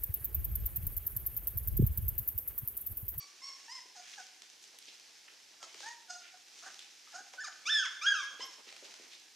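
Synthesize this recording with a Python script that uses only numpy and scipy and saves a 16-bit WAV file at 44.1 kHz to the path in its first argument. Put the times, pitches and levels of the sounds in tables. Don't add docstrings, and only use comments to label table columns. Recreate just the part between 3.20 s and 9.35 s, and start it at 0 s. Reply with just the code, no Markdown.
import sys
import numpy as np
from scipy import signal
from scipy.fft import rfft, irfft, next_fast_len
from scipy.io import wavfile
from scipy.ndimage import uniform_filter1d, map_coordinates

SR = 44100
rng = np.random.default_rng(int(sys.argv[2]) if len(sys.argv) > 2 else 0)


def digitize_waveform(pressure):
    field = np.atleast_2d(pressure).T
    bounded = np.clip(field, -1, 1)
    quanta = np.round(bounded * 32767).astype(np.int16)
    wavfile.write(sys.argv[1], SR, quanta)


N = 271215

# f/Hz, relative gain/dB
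NOSE_ONLY = [(2000, -15), (3400, -33), (4600, 2.5), (5200, -7), (5800, 1), (6900, -23), (8100, -12),
             (10500, -42), (15000, -52)]
CLOSED_MOUTH = [(2000, 30), (3200, -15.5), (3900, -21), (4500, 0.5), (5200, 7.5), (5600, 8.5), (6000, -5),
                (6550, -7), (7300, -10), (9000, -16.5), (10500, -52), (15000, -45)]
NARROW_MOUTH = [(2000, -8), (3150, -1.5), (4200, -20), (4900, -19), (5280, 6.5), (5800, -10), (6400, -6.5),
                (7300, -17), (9000, -28), (10500, -43), (15000, -48)]
HALF_OPEN = [(2000, -17.5), (3000, -9), (3700, -9), (4400, -1.5), (5150, 5), (5800, -2.5), (6550, 7),
             (7300, -7.5), (8600, -9.5), (10500, -32), (15000, -39)]
PINCHED = [(2400, -10), (3500, -14), (4400, -4), (5200, -1), (5900, -5), (6400, -5), (6900, 5), (7300, -18),
           (8100, -24), (8600, -13), (9200, -32), (15000, -48)]
OPEN_MOUTH = [(2400, 6), (3500, -5), (4300, -15.5), (4850, -10), (5300, 2.5), (5950, -8.5), (6600, -4),
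              (7200, -25), (8200, -26.5), (9000, -23.5), (9700, -48), (12500, -41), (15000, -44)]
# t/s, length/s, start f/Hz, middle f/Hz, end f/Hz,
# opening squeak/share of pitch, fundamental/dB, octave/dB, overtones/dB, rasp/share, room/dB, mouth
WHINES = [ (-.02, 0.065, 1148, 1152, 1124, 0.012, -63, -66, -51.5, .046, -2.3, NOSE_ONLY),
          (.218, 0.093, 1020, 1119, 1048, 0, -63, -65.5, -45.5, 0.039, -2, CLOSED_MOUTH),
          (.484, .11, 881, 1047, 968, 0, -58.5, -59.5, -47, 0.034, -4.5, CLOSED_MOUTH),
          (5.207, .05, 995, 1054, 1050, 0, -54, -59.5, -42, 0.098, -5, NARROW_MOUTH)]
WHIMPERS = [ (0.754, 0.062, 737, 719, 725, 0.16, -56.5, -63, -54, 0.094, -8, HALF_OPEN),
            (.978, 0.039, 768, 755, 716, 0.083, -52.5, -49.5, -52.5, 0.077, -7.5, HALF_OPEN),
            (2.405, 0.065, 697, 665, 653, 0, -65, -56.5, -52, 0.18, -10, HALF_OPEN),
            (2.632, .108, 786, 928.6, 938, 0.0056, -50.5, -49, -53.5, 0.076, -8.5, HALF_OPEN),
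            (2.885, .08, 704.6, 723.6, 696, 0.045, -57, -51.5, -48, 0.057, -1.5, HALF_OPEN),
            (3.133, 0.04, 723, 739, 730, 0.0056, -60.5, -64, -68, 0.13, -21, HALF_OPEN),
            (3.426, 0.081, 661.5, 776, 710, 0.0041, -60, -52.5, -57, .36, -7, HALF_OPEN),
            (3.928, 0.084, 612.5, 755.6, 815, .4, -55, -52.5, -52.5, 0.11, -4, HALF_OPEN)]
# attack/share of length, release/share, drop at the ends/dB
WHINE_SWELL = [(0.55, 0.42, -2.5), (.45, 0.16, -5), (0.28, 0.24, 12.5)]
WHIMPER_SWELL = [(0.24, 0.26, 11), (0.33, 0.49, 8), (0.3, 0.33, 13)]
# t/s, pitch f/Hz, fundamental/dB, octave/dB, overtones/dB
SQUEAK = [(4.179, 1530, -52, -82, -75), (4.189, 1489, -41.5, -70, -58), (4.199, 1505, -44, -68, -56),
          (4.211, 1794, -47, -74, -50), (4.233, 1696, -44, -60, -53.5), (4.245, 1266, -51, -68, -43.5),
          (4.257, 1180, -56, -57, -49), (4.271, 958.3, -66, -56, -46), (4.285, 700, -58.5, -48, -54)]
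FIRST_YELP = [(4.456, 1133, -59, -45, -45), (4.468, 1201, -50.5, -40, -34.5),
              (4.49, 1489, -39, -44.5, -43.5), (4.5, 1727, -35, -35, -41), (4.524, 1792, -37, -29.5, -33.5),
              (4.578, 1696, -32, -34.5, -37.5), (4.588, 1666, -35.5, -29, -35.5),
              (4.604, 1569, -34, -44, -42), (4.628, 1491, -36, -50, -49), (4.66, 1040, -55, -46, -38),
              (4.675, 836, -64.5, -45, -55)]
SECOND_YELP = [(4.815, 1153, -58, -47, -51), (4.837, 1320, -40, -47, -35.5),
               (4.853, 1437, -38.5, -54.5, -48.5), (4.867, 1628, -32, -32, -40.5),
               (4.881, 1643, -29.5, -28.5, -40.5), (4.903, 1647, -30.5, -52, -44.5),
               (4.929, 1565, -36, -41, -46), (4.939, 1528, -33, -49, -48.5), (4.957, 1308, -45, -49, -43.5),
               (4.999, 1196, -49, -55.5, -48), (5.04, 1026, -58.5, -59, -46)]
# contour, mouth, gain of fundamental and octave/dB, gain of overtones/dB, room/dB
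YELPS = [(SQUEAK, PINCHED, 1.4, -1.3, -4.5), (FIRST_YELP, OPEN_MOUTH, 0.67, -2, -4),
         (SECOND_YELP, OPEN_MOUTH, 1.6, -1.2, -2.5)]
# t/s, length/s, start f/Hz, end f/Hz, level/dB
WHISTLES = [(5.025, 0.041, 11200, 10950, -62.5), (5.243, 0.038, 11860, 11000, -58)]

# middle t/s, length/s, drag/dB, rub/dB, swish/dB
SHUFFLES = [(.02, .25, -83, -78, -58.5), (0.356, 0.92, -78.5, -65, -60.5), (0.928, 0.41, -73, -58.5, -53.5),
            (1.79, 0.8, -78, -70.5, -65), (2.62, 0.39, -70.5, -57.5, -54), (3.456, 0.45, -74, -60, -55.5),
            (3.928, 0.69, -85, -62.5, -61.5), (4.61, 0.61, -71.5, -62, -64), (5.314, 0.94, -66, -60.5, -60),
            (5.763, 0.63, -68.5, -59, -58)]
# drag/dB, rub/dB, swish/dB
STIR_DB = (-80, -64, -63.5)
# middle t/s, length/s, f/Hz, level/dB
SCUFFS = [(0.859, 0.11, 2580, -60.5), (0.939, 0.022, 3240, -50.5), (1.434, 0.041, 6500, -59.5),
          (1.686, 0.043, 4050, -54), (2.085, .012, 2450, -53), (2.444, 0.034, 4500, -64),
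          (2.629, 0.096, 4460, -53), (2.491, 0.047, 2800, -60.5), (3.058, 0.11, 2800, -59),
          (3.617, 0.056, 3850, -57), (4.328, 0.013, 3430, -51.5), (5.203, 0.039, 3700, -52),
          (5.488, 0.044, 3170, -54), (5.654, 0.056, 4280, -56), (5.935, 0.056, 3600, -55)]
# t/s, level/dB, low band/dB re level, top band/dB re level
TICKS = [(1.068, -48, -18, -33), (1.2203, -41.5, -29, -29), (1.2999, -46, -32, -31),
         (1.4399, -47, -29, -36), (1.5873, -45, -30, -0.5), (1.6252, -49, -26, -25),
         (1.7979, -46.5, -26, -17), (2.4287, -41, -4, -35), (2.5443, -45, -4.5, -36), (2.605, -43, -2, -30),
         (3.5432, -46.5, -8, -32), (3.5924, -40.5, -29, -25), (4.136, -44.5, -2.5, -43),
         (5.5259, -44, -5.5, -35.5), (5.5644, -44.5, -9.5, -20), (5.7405, -44, -8.5, -24)]
# t/s, f/Hz, level/dB
PAWS = [(.655, 465, -60), (1.68, 414, -62), (2.43, 370, -55), (2.545, 372, -57), (2.604, 380, -56.5),
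        (3.872, 1040, -57), (4.005, 328, -59.5), (4.137, 740, -52.5), (5.195, 456, -51.5), (5.47, 417, -58),
        (5.625, 472, -52.5), (5.797, 360, -51)]
# f/Hz, relative density/dB
SWISH_SPECTRUM = [(2240, -30), (3800, -9), (6230, -2), (7920, -14), (9540, -16), (10700, -35.5),
                  (12300, -26.5), (15300, -29.5)]
HISS_SPECTRUM = [(15, -78), (25, -15.5), (155, -18), (320, -6), (661, -13), (777, -7), (1290, -16),
                 (1650, -6.5), (1990, -8.5), (4450, -4), (5090, -0.5), (6300, -5), (8250, -12.5),
                 (13000, -18.5), (15300, -29.5)]

# f/Hz, coherence
NOISE_COHERENCE = [(60, 0.12), (120, 0.59), (240, 0.045), (470, 0.38), (940, 0.52), (1880, 0.6),
                   (3740, 0.8), (7450, 0.7), (14800, 0.054)]
ROOM_COHERENCE = [(150, 1), (800, 0.95), (1700, 0.84), (3200, 0.59), (5000, 0.91), (7000, 0.79), (9000, .2)]
# f/Hz, T60/s
ROOM_T60 = [(200, 0.61), (900, 0.76), (2000, 0.66), (5500, 0.72), (9000, 0.7), (15000, 0.34)]
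# f/Hz, left minus right/dB
BALANCE = [(60, -2), (110, 7.5), (200, -2.5), (380, 0), (690, -1), (1280, 0), (2360, -1), (4360, -1),
           (8040, -1.5), (14800, -1.5)]


def amp(db):
    return 10 ** (np.asarray(db) / 20)


def unit(x):
    return x / np.sqrt(np.mean(x ** 2) + 1e-20)


def along(points, hz):
    f, v = np.transpose(points)
    return np.interp(np.log(hz + 1), np.log(f + 1), v)


def wobble(rate, size):
    knots = rng.standard_normal(int(size * rate / SR) + 4)
    return map_coordinates(knots, [np.arange(size) * rate / SR])


def filtered(x, response):
    n = x.shape[-1]
    padded = next_fast_len(n + 8192)
    return irfft(rfft(x, padded) * response(np.fft.rfftfreq(padded, 1 / SR)), padded)[..., :n]


def band(lo_hz, hi_hz, order=4):
    return lambda hz: 1 / np.sqrt((1 + (lo_hz / (hz + 1)) ** (2 * order))
                                  * (1 + (hz / hi_hz) ** (2 * order)))


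def noise(response, coherence, size):
    def mid_and_side(hz):
        angle = np.arccos(np.clip(along(coherence, hz), 0, 1)) / 2
        return response(hz) * np.array([np.cos(angle), np.sin(angle)])
    mid, side = filtered(rng.standard_normal((2, size)), mid_and_side)
    return np.array([mid + side, mid - side]) / np.std(mid)


def add(track, s, sound):
    start = round(s * SR)
    part = sound[..., max(-start, 0):N - start]
    track[..., max(start, 0):max(start, 0) + part.shape[-1]] += part


def in_room(x, room_db, early_gain=0.73, early_s=0.023, gap_s=0.0083):
    diffuse = noise(band(148, 9600, order=2), ROOM_COHERENCE, size=SR * 3 // 4)
    hz, t, spectra = signal.stft(diffuse, SR, nperseg=256)
    decay = amp(-60 * t / along(ROOM_T60, hz)[:, None])
    tail = signal.istft(spectra * decay * (1 + early_gain * np.exp(-t / early_s)), SR, nperseg=256)[1]
    tail *= np.arange(tail.shape[1]) > gap_s * SR
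    response = amp(room_db) * tail / np.sqrt(np.mean(np.sum(tail ** 2, axis=1)) * 2)
    response[:, 0] += 1
    return signal.fftconvolve(np.atleast_2d(x), response, axes=1)


def cry(contour, mouth, jitter, rasp, shimmer_db, air_db, edge_s=0.0032):
    s, pitch, *levels = np.transpose(contour)
    t = np.arange(s[0] - edge_s, s[-1] + edge_s, 1 / SR)
    size = len(t)
    hz = uniform_filter1d(np.interp(t, s, pitch), size=300) * (1 + jitter * wobble(260, size))
    fundamental, octave, upper = [amp(np.interp(t, s, level)) for level in levels]
    k = np.arange(1, 17)[:, None]
    overtones = amp(along(mouth, k[2:] * hz)) * (k[2:] * hz < SR / 2)
    gains = np.vstack([fundamental, octave, upper * overtones / np.linalg.norm(overtones, axis=0)])
    spread = rasp * k ** 0.88
    fray = 1 + spread * np.array([wobble(900, size) + 1j * wobble(900, size) for _ in k])
    fray /= np.sqrt(1 + 2 * spread ** 2)
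    harmonics = np.imag(fray * np.exp(2j * np.pi * k * np.cumsum(hz) / SR))
    voice = np.sqrt(2) * np.sum(gains * harmonics, axis=0)
    air = amp(air_db) * upper * unit(filtered(rng.standard_normal(size), band(2200, 6600)))
    gate = np.sin(np.pi / 2 * np.clip(np.minimum(t - t[0], t[-1] - t) / edge_s, 0, 1)) ** 2
    shimmer = amp(shimmer_db * wobble(117.9, size))
    return t[0], (voice + air) * gate * shimmer


def soft_cries(cries, swell, gain_db=-0.5, opening_s=0.011, jitter_per_rasp=0.098):
    out = np.zeros((2, N))
    u = np.linspace(0, 1, num=40)
    for s, length, start_hz, middle_hz, end_hz, opening, *parts_db, rasp, room_db, mouth in cries:
        arch = np.polyval(np.polyfit([0, .5, 1], [start_hz, middle_hz, end_hz], 2), u)
        pitch = arch * (1 + opening * np.exp(-(u * length / opening_s) ** 4))
        levels = [db - depth_db * np.maximum(np.maximum(1 - u / attack, 1 - (1 - u) / release), 0)
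                  for db, (attack, release, depth_db) in zip(parts_db, swell)]
        contour = np.column_stack([s + u * length, pitch, *levels])
        start, voice = cry(contour, mouth, jitter_per_rasp * rasp, rasp, shimmer_db=3.5, air_db=-18)
        add(out, start, amp(gain_db) * in_room(voice, room_db))
    return out


def movement():
    t = np.arange(N) / SR
    power = np.outer(amp(STIR_DB) ** 2, np.ones(N))
    for s, length, *levels_db in SHUFFLES:
        swell = np.cos(np.pi * np.clip((t - s) / length, -.5, .5)) ** 2
        power += np.outer(amp(levels_db) ** 2, swell)
    return np.sqrt(power)


def blanket(drag_db=-1, rub_db=-3, swish_db=-3):
    drag, rub, swish = movement()
    fine_catches = unit(amp(2 * wobble(500, N) + 1.8 * wobble(35, N)))
    cloth = amp(rub_db) * rub * noise(band(1750, 3450, order=3), NOISE_COHERENCE, N)
    cloth += amp(swish_db) * swish * noise(lambda hz: amp(along(SWISH_SPECTRUM, hz)), NOISE_COHERENCE, N)
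    slow_catches = unit(amp(5 * wobble(30, N)))
    dragging = amp(drag_db) * drag * noise(band(254, 1230, order=3), NOISE_COHERENCE, N)
    out = fine_catches * cloth + slow_catches * dragging
    for s, length, hz, db in SCUFFS:
        size = int(length * SR * 1.5)
        scuff = noise(band(hz / 1.7, hz * 1.33), NOISE_COHERENCE, size)
        scuff *= unit(amp(3 * wobble(709, size)))
        add(out, s - size / SR / 2, in_room(amp(db) * np.hanning(size) * scuff, room_db=-2.5))
    return out


def hiss(level_db=-62):
    return amp(level_db) * noise(lambda hz: amp(along(HISS_SPECTRUM, hz)), NOISE_COHERENCE, N)


def ticks_and_paws(tick_s=0.0022, paw_s=0.0082, paw_rise_s=0.00064, suckles_per_s=8, suckle_db=-56.5):
    out = np.zeros((2, N))
    t = np.arange(SR // 12) / SR
    suckles = [(N / SR * rng.random(), rng.normal(suckle_db, 0.5), -7, -22)
               for _ in range(int(suckles_per_s * N / SR))]
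    for s, db, low_db, top_db in TICKS + suckles:
        bands = [(db, 2500, 7000), (db + low_db, 500, 2500), (db + top_db, 7500, 13000)]
        burst = sum(amp(level) * noise(band(lo, hi), ROOM_COHERENCE, len(t)) for level, lo, hi in bands)
        add(out, s, burst * np.exp(-t / tick_s))
    for s, hz, db in PAWS:
        bump = noise(band(hz / 1.27, hz * 1.17), ROOM_COHERENCE, len(t))
        add(out, s, amp(db) * bump * np.exp(-t / paw_s) * (1 - np.exp(-t / paw_rise_s)))
    cushioned = filtered(out, band(210, 9000, order=2))
    return in_room(cushioned, room_db=-2.5)[:, :N]


def yelps(left_minus_right_db=-0.5):
    out = np.zeros((2, N))
    pan = amp(left_minus_right_db * np.array([[.5], [-.5]]))
    for contour, mouth, low_db, upper_db, room_db in YELPS:
        voiced = np.add(contour, [0, 0, low_db, low_db, upper_db])
        start, voice = cry(voiced, mouth, jitter=0.005, rasp=0.045, shimmer_db=1.9, air_db=-15.5)
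        add(out, start, pan * in_room(voice, room_db))
    return out


def whistles():
    out = np.zeros((2, N))
    for s, length, start_hz, end_hz, db in WHISTLES:
        hz = np.linspace(start_hz, end_hz, int(length * SR))
        tone = np.sin(2 * np.pi * np.cumsum(hz) / SR)
        add(out, s, in_room(amp(db) * np.hanning(len(hz)) * tone, room_db=-8))
    return out


def scene():
    whines_and_whimpers = soft_cries(WHINES, WHINE_SWELL) + soft_cries(WHIMPERS, WHIMPER_SWELL)
    voices = whines_and_whimpers + yelps() + whistles()
    mix = voices + blanket() + ticks_and_paws() + hiss()
    return filtered(mix, lambda hz: amp(np.outer([.5, -.5], along(BALANCE, hz))))


def record(dry, low_hz=95, top_hz=15450):
    return filtered(dry, lambda hz: hz / np.hypot(hz, low_hz) * (hz < top_hz))


dry = scene()
out = record(dry)
digitize_waveform(out)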